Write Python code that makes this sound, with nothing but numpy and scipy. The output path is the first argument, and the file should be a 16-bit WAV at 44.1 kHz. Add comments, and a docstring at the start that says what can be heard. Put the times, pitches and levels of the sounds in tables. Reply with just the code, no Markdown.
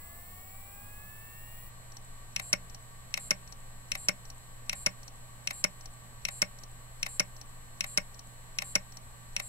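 """A failing hard drive in a metal case on a desk, heard close up through two microphone ports in a quiet room.
Over steady filtered noise and hums, the spindle whines up to speed: tones locked to its turn climb through
fixed resonances, then hold as a steady whine. The arm then repeats one cycle: two small ticks with faint
whistles, a load knock with a rebound, a short buzzing flight over the platters and a hard double knock at
its stop. Each contact rings decaying case modes and a noise rattle, and is reflected by desk and wall."""
import sys
import numpy as np
from scipy import signal
from scipy.fft import rfft, irfft
from scipy.io import wavfile

SR = 44100
rng = np.random.default_rng(int(sys.argv[2]) if len(sys.argv) > 2 else 0)


def log_audio(samples):
    """Write samples as a 16-bit WAV file to the path given in sys.argv[1]."""
    # one column per channel
    frames = np.atleast_2d(samples).T
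    # limit to full scale, then quantise
    limited = np.clip(frames, -1, 1)
    pcm = np.round(limited * 32767).astype(np.int16)
    wavfile.write(sys.argv[1], SR, pcm)


N = 418068

# Noise spectra of room, platter wind and preamp hiss, relative: pitch_hz, level_db (per Hz)
AIR_MID_SPECTRUM = [(8, -11), (15, 6), (27, -10.5), (45, -8), (85, -12), (140, -14), (320, -27.5),
                    (650, -21.5), (1130, -26), (1400, -31), (2050, -29), (3620, -36), (4270, -35.5),
                    (4800, -39.5), (6640, -39.5), (9400, -39), (11700, -36.5), (13000, -53), (16000, -38)]
AIR_SIDE_SPECTRUM = [(8, -40), (15, -9), (31, -13), (85, -10), (140, -21), (390, -24.5), (940, -11),
                     (1480, -23), (1830, -19.5), (2200, -24.5), (3620, -23.5), (4250, -22), (4950, -32),
                     (6640, -24), (9400, -24.5), (12500, -37), (16000, -29.5)]
# Levels of that noise: mid_db, side_db
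AIR_LEVELS = (-53.5, -58)
# Fuzzy hums in the room: pitch_hz, width_hz, left_db, right_db
ROOM_HUMS = [(18.8, 4.7, -51.5, -53.5), (57.6, 5, -63, -66), (171.7, 4.2, -69, -71.5),
             (238.7, 10, -76, -72), (1137, 43, -61.5, -80.5), (8300, 190, -76, -105)]
# Strong motor orders of the run-up, before the case response: turn_multiple, level_db
TORQUE_ORDERS = [(8, -67), (12, -65), (13, -76), (15, -72.5), (16, -63), (17, -87), (20, -67.5), (24, -61),
                 (25, -82), (26, -85), (28, -83), (32, -83)]
# How the case passes a climbing motor tone: pitch_hz, left_db, right_db
CASE_RESPONSE = [(664, -4, 3), (810, 5, 6), (880, -18, -7), (1130, -9, -12), (1310, -10, -14),
                 (1460, -24, -28), (1610, -7, 2.5), (1720, 3.5, 8), (1890, 1, 0.5), (2120, -4, -8),
                 (2350, 0.5, -10), (2540, -3, -2), (2790, 1.5, -29), (2900, -9, -12), (3300, 4, -10)]
# Resonances lit by the motor switching, relative: pitch_hz, width_hz, level_db, left_minus_right_db
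SWITCHING_RESONANCES = [(4330, 190, -17, 3), (5560, 220, -22, 1), (7650, 320, -6, 4), (8050, 370, -7.5, -2),
                        (9350, 600, -14.5, 6), (10700, 530, -8.5, 8), (12150, 620, -8.5, 5),
                        (13300, 550, -20, 12), (14500, 460, -1.5, 29), (15530, 330, 2, -5)]
# Spindle orders: turn_multiple, left_minus_right_db, right_sign, heads_resting_db, heads_flying_db
SPINDLE_ORDERS = [(8, -11, -1, -72, -83), (13, -5, 1, -72, -74), (14, 0, -1, -77, -76),
                  (15, -3, -1, -67, -84), (16, 6, -1, -70, -71), (20, 6, 1, -84, -84), (32, 5, 1, -83, -83),
                  (33, -5, -1, -99, -74), (34, -7, -1, -84, -68), (35, -6, -1, -72, -72),
                  (36, 1, 1, -82, -82), (37, 3, 1, -83, -70), (58, -3, 1, -82, -69), (60, -1, -1, -82, -60),
                  (61, 1, 1, -71, -68), (62, -6, -1, -84, -69), (63, -1, 1, -74, -51),
                  (64, -5, 1, -72, -53), (65, 3, 1, -65, -58), (66, 0, 1, -69, -66), (67, 2, 1, -70, -69),
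                  (68, 1, 1, -76, -64), (69, -3, 1, -70, -68), (70, 5, 1, -75, -65), (71, 16, -1, -77, -58),
                  (72, 8, -1, -95, -67), (73, -2, -1, -86, -72), (74, 3, 1, -83, -65), (75, 2, 1, -78, -59),
                  (76, 7, -1, -82, -69), (77, 12, 1, -88, -70), (78, 0, 1, -92, -75), (79, -2, 1, -93, -67),
                  (80, -4, 1, -87, -74), (81, 2, 1, -85, -68), (82, 5, 1, -87, -75), (83, 15, -1, -89, -72),
                  (85, 7, -1, -75, -76), (86, -1, 1, -90, -69), (88, 6, -1, -76, -73),
                  (91, 12, -1, -85, -63), (92, 14, -1, -89, -69), (93, -2, -1, -93, -71),
                  (94, -2, -1, -89, -74), (96, 8, 1, -75, -79), (97, 14, -1, -79, -65),
                  (98, 21, -1, -73, -64)]
# Phase lag of an order at the right port: right_sign: lag_rad
RIGHT_PORT_LAG = {1: np.pi / 4, -1: 3 * np.pi / 4}
# Lone faint spindle orders: turn_multiple, level_db
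LONE_FAINT_ORDERS = [(25, -77), (124, -79)]
# Run of faint high orders: first_multiple, end_multiple (excluded), level_db, spread_db
FAINT_ORDER_RANGE = (99, 132, -94, 4)
# Arm cycles: load_knock_s, strength_db
ARM_CYCLES = [(2.362, 0.4), (3.1399, 0.6), (3.9175, 0.7), (4.6949, 0.5), (5.4729, 0.6), (6.2511, 0.7),
              (7.029, 0.6), (7.807, 0.4), (8.5861, 0.7), (9.3641, 0.8)]
# Contacts of one cycle: name: delay_s from the load knock
CONTACT_DELAYS = dict(first_tick=-.4425, second_tick=-.3942, unlatch=-.033, graze=.0305, rebound=.0337, park=.1668)
# Light contacts, relative to the cycle's strength: name: level_db
TICK_LEVELS = dict(first_tick=-5, second_tick=1.5, unlatch=-17, graze=-1)
# Flight after each rebound: start_s, end_s, rise_s, fall_s
FLIGHT_GATE = (.021, .121, .004, .014)
# Case modes: pitch_hz, t60_s, left_minus_right_db, right_sign (its size is unused), then the level
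# struck by each kind of blow: park_db, park_thud_db, load_db, rebound_db, tick_db
CASE_MODES = [(184.7, 0.21, -15, 0.97, -52, -31, -40, -48.5, -66),
              (283.3, 0.16, -10, 0.81, -43, -61, -78, -53.5, -67.5),
              (589, 0.066, 17.5, -0.89, -33.5, -27, -42.5, -47.5, -65),
              (790, 0.082, -18, 1, -39, -51, -56, -41.5, -54.5),
              (1086, 0.032, 9.5, -0.88, -81, -28, -61, -35, -75),
              (1466, 0.017, 2.5, 1, -30, -23.5, -46, -32.5, -58),
              (1824, 0.042, -2, -1.1, -23.5, -31, -30, -35.5, -50),
              (2167, 0.043, 12.5, 1, -31, -20.5, -29.5, -21.5, -74),
              (2330, 0.021, -5, 1, -32, -26.5, -27.5, -42, -62),
              (2636, 0.029, 8.5, -1.1, -18, -24, -20.5, -31.5, -64),
              (2850, 0.081, -4, -0.98, -45, -95, -34, -39, -77),
              (3072, 0.029, 17, -0.78, -26, -34, -31.5, -56.5, -54),
              (3760, 0.017, 39, 0.78, -51, -37.5, -28, -36, -55),
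              (4173, 0.026, 1, 1, -32.5, -39, -30, -39, -48),
              (4320, 0.022, 45, 0.68, -28, -81, -58, -49, -48.5),
              (4886, 0.013, 2, 1, -24, -51, -33, -64, -49),
              (5484, 0.039, -14, -1, -14.5, -53, -26.5, -43, -44),
              (5582, 0.021, 39, -1.17, -11.5, -94, -20, -40, -40),
              (5880, 0.036, 14, -1.1, -20, -106, -30, -61, -41.5),
              (6080, 0.0098, 44, -0.8, -12, -34, -18.5, -44, -43),
              (6653, 0.021, 18, -0.79, -20.5, -53, -33, -62, -50.5),
              (6780, 0.024, -8, 1, -32.5, -47, -55, -58, -83),
              (7850, 0.009, -4, 1, -43, -31, -32, -60, -41),
              (8760, 0.012, 22, -1, -26, -51, -31.5, -39, -45.5),
              (9550, 0.012, 0, 1, -26, -51, -51, -32, -53),
              (10330, 0.02, 12, -1.1, -20.5, -40, -30, -52, -58),
              (10720, 0.012, 23, 0.84, -23, -35, -25.5, -37, -47.5),
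              (12460, 0.013, 23, 1, -60, -57, -62, -37, -71),
              (13900, 0.025, 19, -0.9, -62, -61, -55, -43, -55)]
# Blows in the same order: rise_s, rattle_db, rattle_t60_s, bounce_delay_s, bounce_db, free_ring_s (before the
# level shifts), level_shift_db (afterwards)
BLOW_KINDS = [(0.0011, -26.5, 0.05, .0028, -12.5, 0.0066, -13.5),
              (0.0011, -30, 0.025, 0.0025, -9.5, 0.0071, -8.5), (0.00061, -32, .025, .002, -18, 0.0038, -7),
              (0.0015, -29, 0.016, 0.0016, 0, 0.0055, -7), (0.00088, -42.5, 0.011, .003, -10.5, 0.0046, 1)]
# Slower rise of low modes, one per kind of blow: power (of LAG_HZ / pitch_hz)
LOW_MODE_LAG = (0.11, 0.11, 0.69, 0.29, 0.091)
# Dense small modes of screws and panels, relative: pitch_hz, level_db (per Hz)
RATTLE_SPECTRUM = [(200, -22), (600, -10), (1300, -6), (2300, -10), (4000, -4), (6500, -4), (9000, -5),
                   (11500, -8), (13000, -16), (16000, -20)]
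# Reflections of desk and wall: level_db, t60_s, low_pass_hz
DESK_REFLECTIONS = (-20, 0.12, 3640)
# Whistles after the second tick: delay_s, pitch_hz, width_hz, level_db, length_s
SWISHES = [(.048, 8260, 300, -57, 0.004), (0.081, 7850, 484, -51.5, 0.0022)]

RUNUP_END = 1.69  # s, the motor drive drops to holding current
START_HZ, FULL_HZ = 82.9, 120.045  # turns per second
GAIN_HZ_PER_S, DRAG_HZ_PER_S2 = 23.9, 1.05
UNBALANCE_DB, UNBALANCE_POWER = -55, 1.1  # level at full speed; growth with speed
UNBALANCE_PAN_DB = (-1, -10)  # left minus right, at the start and at the end of the run-up
SWITCHING_DB, SWITCHING_HISS = -52.5, 0.7  # level; hiss relative to the edges
SEEK_DIP = 0.6  # share of the orders lost while the arm moves
SLOP_DB = 0.4  # blow-to-blow spread of strength
THUD_S = 0.0064  # from parking to the arm's second, duller contact
LAG_HZ = 5500  # modes below this rise more slowly
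HISS_EDGE_HZ, EDGE_HZ = 15740, 16500
TURN = 2 * np.pi * np.arange(4097) / 4096  # rad, the angles of one whole turn


def gain_of(db):
    """Decibel law: level to amplitude ratio."""
    return 10 ** (np.asarray(db, float) / 20)


def evened(x):
    """Normalization to unit root-mean-square amplitude."""
    return x / np.sqrt(np.mean(x ** 2) + 1e-20)


def ports(pan_db, sign=1):
    """Level difference between ports: left and right gains of mean power 1."""
    ratio = gain_of(pan_db) ** 2
    left_right = np.array([np.sqrt(ratio), np.sign(sign) * np.ones_like(ratio)])
    return np.sqrt(2 / (1 + ratio)) * left_right


def coloured(x, points):
    """Linear filtering: shapes x by a spectrum interpolated over log frequency."""
    hz, db = np.transpose(points)
    bins = np.fft.rfftfreq(x.shape[-1], 1 / SR)
    curve_db = np.interp(np.log(bins + 1), np.log(hz + 1), db)
    return irfft(rfft(x) * gain_of(curve_db), x.shape[-1])


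def peak(size, hz, width):
    """Resonance: a steep response curve on the bins of a signal of that size."""
    return 1 / (1 + ((np.fft.rfftfreq(size, 1 / SR) - hz) / width) ** 2)


def low_pass(x, edge_hz):
    """Band limiting by a steep linear-phase filter."""
    taps = signal.firwin(511, edge_hz, window=("kaiser", 9), fs=SR)
    return signal.oaconvolve(x, taps[None], "same")


def times(after_s):
    """Periodic action: moments of one contact in every cycle."""
    return np.array([s for s, _ in ARM_CYCLES]) + after_s


def gate(starts, start, end, rise, fall):
    """Amplitude envelope, 0 to 1, that opens and shuts after each start time."""
    t = np.arange(N) / SR
    corners = np.array([start, start + rise, end - fall, end])
    return sum(np.interp(t, s + corners, [0, 1, 1, 0]) for s in starts)


def read_turn(turn, angle):
    """Periodicity: reads the waveform of one turn at the running shaft angle."""
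    return np.interp(angle % (2 * np.pi), TURN, turn)


def air():
    """Broadband noise in mid and side, with hums as narrow-band noise whose level wavers."""
    mid_db, side_db = AIR_LEVELS
    mid = gain_of(mid_db) * evened(coloured(rng.standard_normal(N), AIR_MID_SPECTRUM))
    side = gain_of(side_db) * evened(coloured(rng.standard_normal(N), AIR_SIDE_SPECTRUM))
    out = np.array([mid + side, mid - side])
    for hz, width, *db in ROOM_HUMS:
        hum = irfft(rfft(rng.standard_normal(N)) * peak(N, hz, width), N)
        out += gain_of(db)[:, None] * evened(hum)
    return out


def spindle():
    """Order analysis: every tone is a multiple of the turn rate, which rises and then holds."""
    t = np.arange(N) / SR
    ramp = np.minimum(t, RUNUP_END)
    speed = np.minimum(START_HZ + GAIN_HZ_PER_S * ramp - DRAG_HZ_PER_S2 * ramp ** 2, FULL_HZ)
    angle = 2 * np.pi * np.cumsum(speed) / SR
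    steady = np.interp(t, [RUNUP_END - 0.01, RUNUP_END + 0.016], [0, 1])
    driven = torque(speed, angle) + switching(angle)
    holding = running_orders(angle) + faint_orders(angle)
    return unbalance(speed, angle) + (1 - steady) * driven + steady * holding


def unbalance(speed, angle):
    """Rotating unbalance: one cycle per turn, growing with speed, shakes the desk."""
    t = np.arange(N) / SR
    growth = gain_of(UNBALANCE_DB) * (speed / FULL_HZ) ** UNBALANCE_POWER
    pan_db = np.interp(t, [0, RUNUP_END], UNBALANCE_PAN_DB)
    return ports(pan_db) * np.sqrt(2) * growth * np.cos(angle)


def torque(speed, angle):
    """Forced vibration: motor orders swell and fade as they climb through the case response."""
    hz, *case_db = np.transpose(CASE_RESPONSE)
    out = np.zeros((2, N))
    for order, db in TORQUE_ORDERS:
        for port in range(2):
            level_db = db + np.interp(order * speed, hz, case_db[port])
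            # a quarter cycle later at the right port
            tone = np.sqrt(2) * np.cos(order * angle - port * np.pi / 2)
            out[port] += tone * gain_of(level_db)
    return out


def switching(angle):
    """Harmonic excitation: commutation edges repeat every turn and climb through fixed resonances."""
    angle = angle[:2 * SR]  # outlasts the run-up
    size = len(angle)
    order = np.arange(30, 195)
    # random strengths, with every 4th and 12th order stronger
    strength_db = 2 * rng.standard_normal(len(order)) + 3 * (order % 4 == 0) + 2 * (order % 12 == 0)
    phase = 2 * np.pi * rng.random((len(order), 1))
    turn = gain_of(strength_db) @ np.cos(order[:, None] * TURN + phase)
    edges = evened(read_turn(turn, angle))
    drive = rfft(edges + SWITCHING_HISS * rng.standard_normal((2, size)))
    case = sum(gain_of(db) * ports(pan_db)[:, None] * peak(size, hz, width) ** 2
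               for hz, width, db, pan_db in SWITCHING_RESONANCES)
    sound = gain_of(SWITCHING_DB) * evened(irfft(drive * case, size))
    return np.pad(sound, ((0, 0), (0, N - size)))


def running_orders(angle):
    """Superposition of shaft orders, whose levels depend on whether the heads rest, seek or fly."""
    flying = gate(times(CONTACT_DELAYS["rebound"]), *FLIGHT_GATE)
    seeking = gate(times(CONTACT_DELAYS["second_tick"]), 0.0, 0.061, 0.014, 0.014)
    resting = np.clip(1 - flying - SEEK_DIP * seeking, 0, 1)
    order, pan_db, sign, *state_db = np.transpose(SPINDLE_ORDERS)
    lag = np.array([0 * sign, [RIGHT_PORT_LAG[s] for s in sign]])
    phase = 2 * np.pi * rng.random(len(order)) - lag
    waves = np.sqrt(2) * np.cos(order[:, None] * TURN + phase[..., None])  # port, order, angle
    out = np.zeros((2, N))
    for db, share in zip(state_db, (resting, flying)):
        turns = np.einsum("po,pos->ps", ports(pan_db) * gain_of(db), waves)
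        out += share * np.array([read_turn(turn, angle) for turn in turns])
    return out


def faint_orders(angle):
    """Line spectrum: weak thin orders of the running spindle, stronger at the left port."""
    first, end, db, spread_db = FAINT_ORDER_RANGE
    order = np.append(np.arange(first, end), [k for k, _ in LONE_FAINT_ORDERS])
    run_db = db + spread_db * rng.standard_normal(end - first)
    level_db = np.append(run_db, [d for _, d in LONE_FAINT_ORDERS])
    phase = 2 * np.pi * rng.random((len(order), 1))
    turn = gain_of(level_db) @ (np.sqrt(2) * np.cos(order[:, None] * TURN + phase))
    return ports(6.0)[:, None] * read_turn(turn, angle)


def arm():
    """Impulse excitation: each contact triggers its blow, and reflections follow."""
    ticks = [(CONTACT_DELAYS[name], db) for name, db in TICK_LEVELS.items()]
    park, rebound = CONTACT_DELAYS["park"], CONTACT_DELAYS["rebound"]
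    # contacts of each kind of blow: delay_s from the load knock, level_db
    kinds = [[(park, 0)], [(park + THUD_S, 0)], [(0, 0)], [(rebound, 0)], ticks]
    cycle_db = np.array([db for _, db in ARM_CYCLES])
    out = np.zeros((2, N))
    for kind, contacts in enumerate(kinds):
        hits = np.zeros(N + SR)
        for after_s, db in contacts:
            slop_db = SLOP_DB * rng.standard_normal(len(ARM_CYCLES))
            moments = np.round(times(after_s) * SR).astype(int)
            hits[moments] = gain_of(db + cycle_db + slop_db)
        out += signal.oaconvolve(hits[None], blow(kind), axes=1)[:, :N]
    return out + reflections(out)


def blow(kind):
    """Modal ringing: a contact excites decaying case modes and a rattle, and bounces once."""
    hz, t60, pan_db, sign, *struck_db = np.transpose(CASE_MODES)
    rise, rattle_db, rattle_t60, bounce_s, bounce_db, free_s, shift_db = BLOW_KINDS[kind]
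    t = np.arange(SR // 6) / SR
    modes = np.sin(2 * np.pi * hz[:, None] * t) * gain_of(-60 * t / t60[:, None])
    slowness = np.maximum(LAG_HZ / hz[:, None], 1) ** LOW_MODE_LAG[kind]
    modes *= 1 - np.exp(-(t / rise / slowness) ** 2)
    ring = (ports(pan_db, sign) * gain_of(struck_db[kind])) @ modes
    rattle = evened(coloured(rng.standard_normal(ring.shape), RATTLE_SPECTRUM))
    rattle *= gain_of(rattle_db - 60 * t / rattle_t60)
    sound = ring + rattle * (1 - np.exp(-(t / rise) ** 2))
    sound = sound + gain_of(bounce_db) * np.roll(sound, round(bounce_s * SR), axis=1)
    return sound * gain_of(np.interp(t, [free_s, free_s + 0.0039], [0, shift_db]))


def reflections(direct):
    """Early reflection: sparse, dulled, decaying echoes from desk and wall."""
    level_db, t60, dull_hz = DESK_REFLECTIONS
    t = np.arange(SR // 5) / SR
    taps = rng.choice([-1., 1.], (2, len(t)))
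    taps *= (rng.random((2, len(t))) < 0.05) * (t > 0.003)
    taps = signal.lfilter(*signal.butter(2, dull_hz, fs=SR), taps) * gain_of(-60 * t / t60)
    taps *= gain_of(level_db) / np.linalg.norm(taps, axis=1, keepdims=True)
    return signal.oaconvolve(direct, taps, axes=1)[:, :N]


def swish():
    """Narrow-band noise in brief bell-shaped bursts: whistles of the arm as it settles."""
    t, out = np.arange(N) / SR, np.zeros((2, N))
    for after, hz, width, db, length in SWISHES:
        whistle = evened(irfft(rfft(rng.standard_normal((2, N))) * peak(N, hz, width), N))
        starts = times(CONTACT_DELAYS["second_tick"]) + after
        bursts = sum(np.exp(-((t - s) / length) ** 2) for s in starts)
        out += gain_of(db) * whistle * bursts
    return out


def scene():
    """Superposition: the steady sounds and whistles end a little below the knocks in the treble."""
    return low_pass(air() + spindle() + swish(), HISS_EDGE_HZ) + arm()


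def record(dry):
    """Band limiting of the whole sound at the receiver."""
    return low_pass(dry, EDGE_HZ)


dry = scene()
out = record(dry)
log_audio(out)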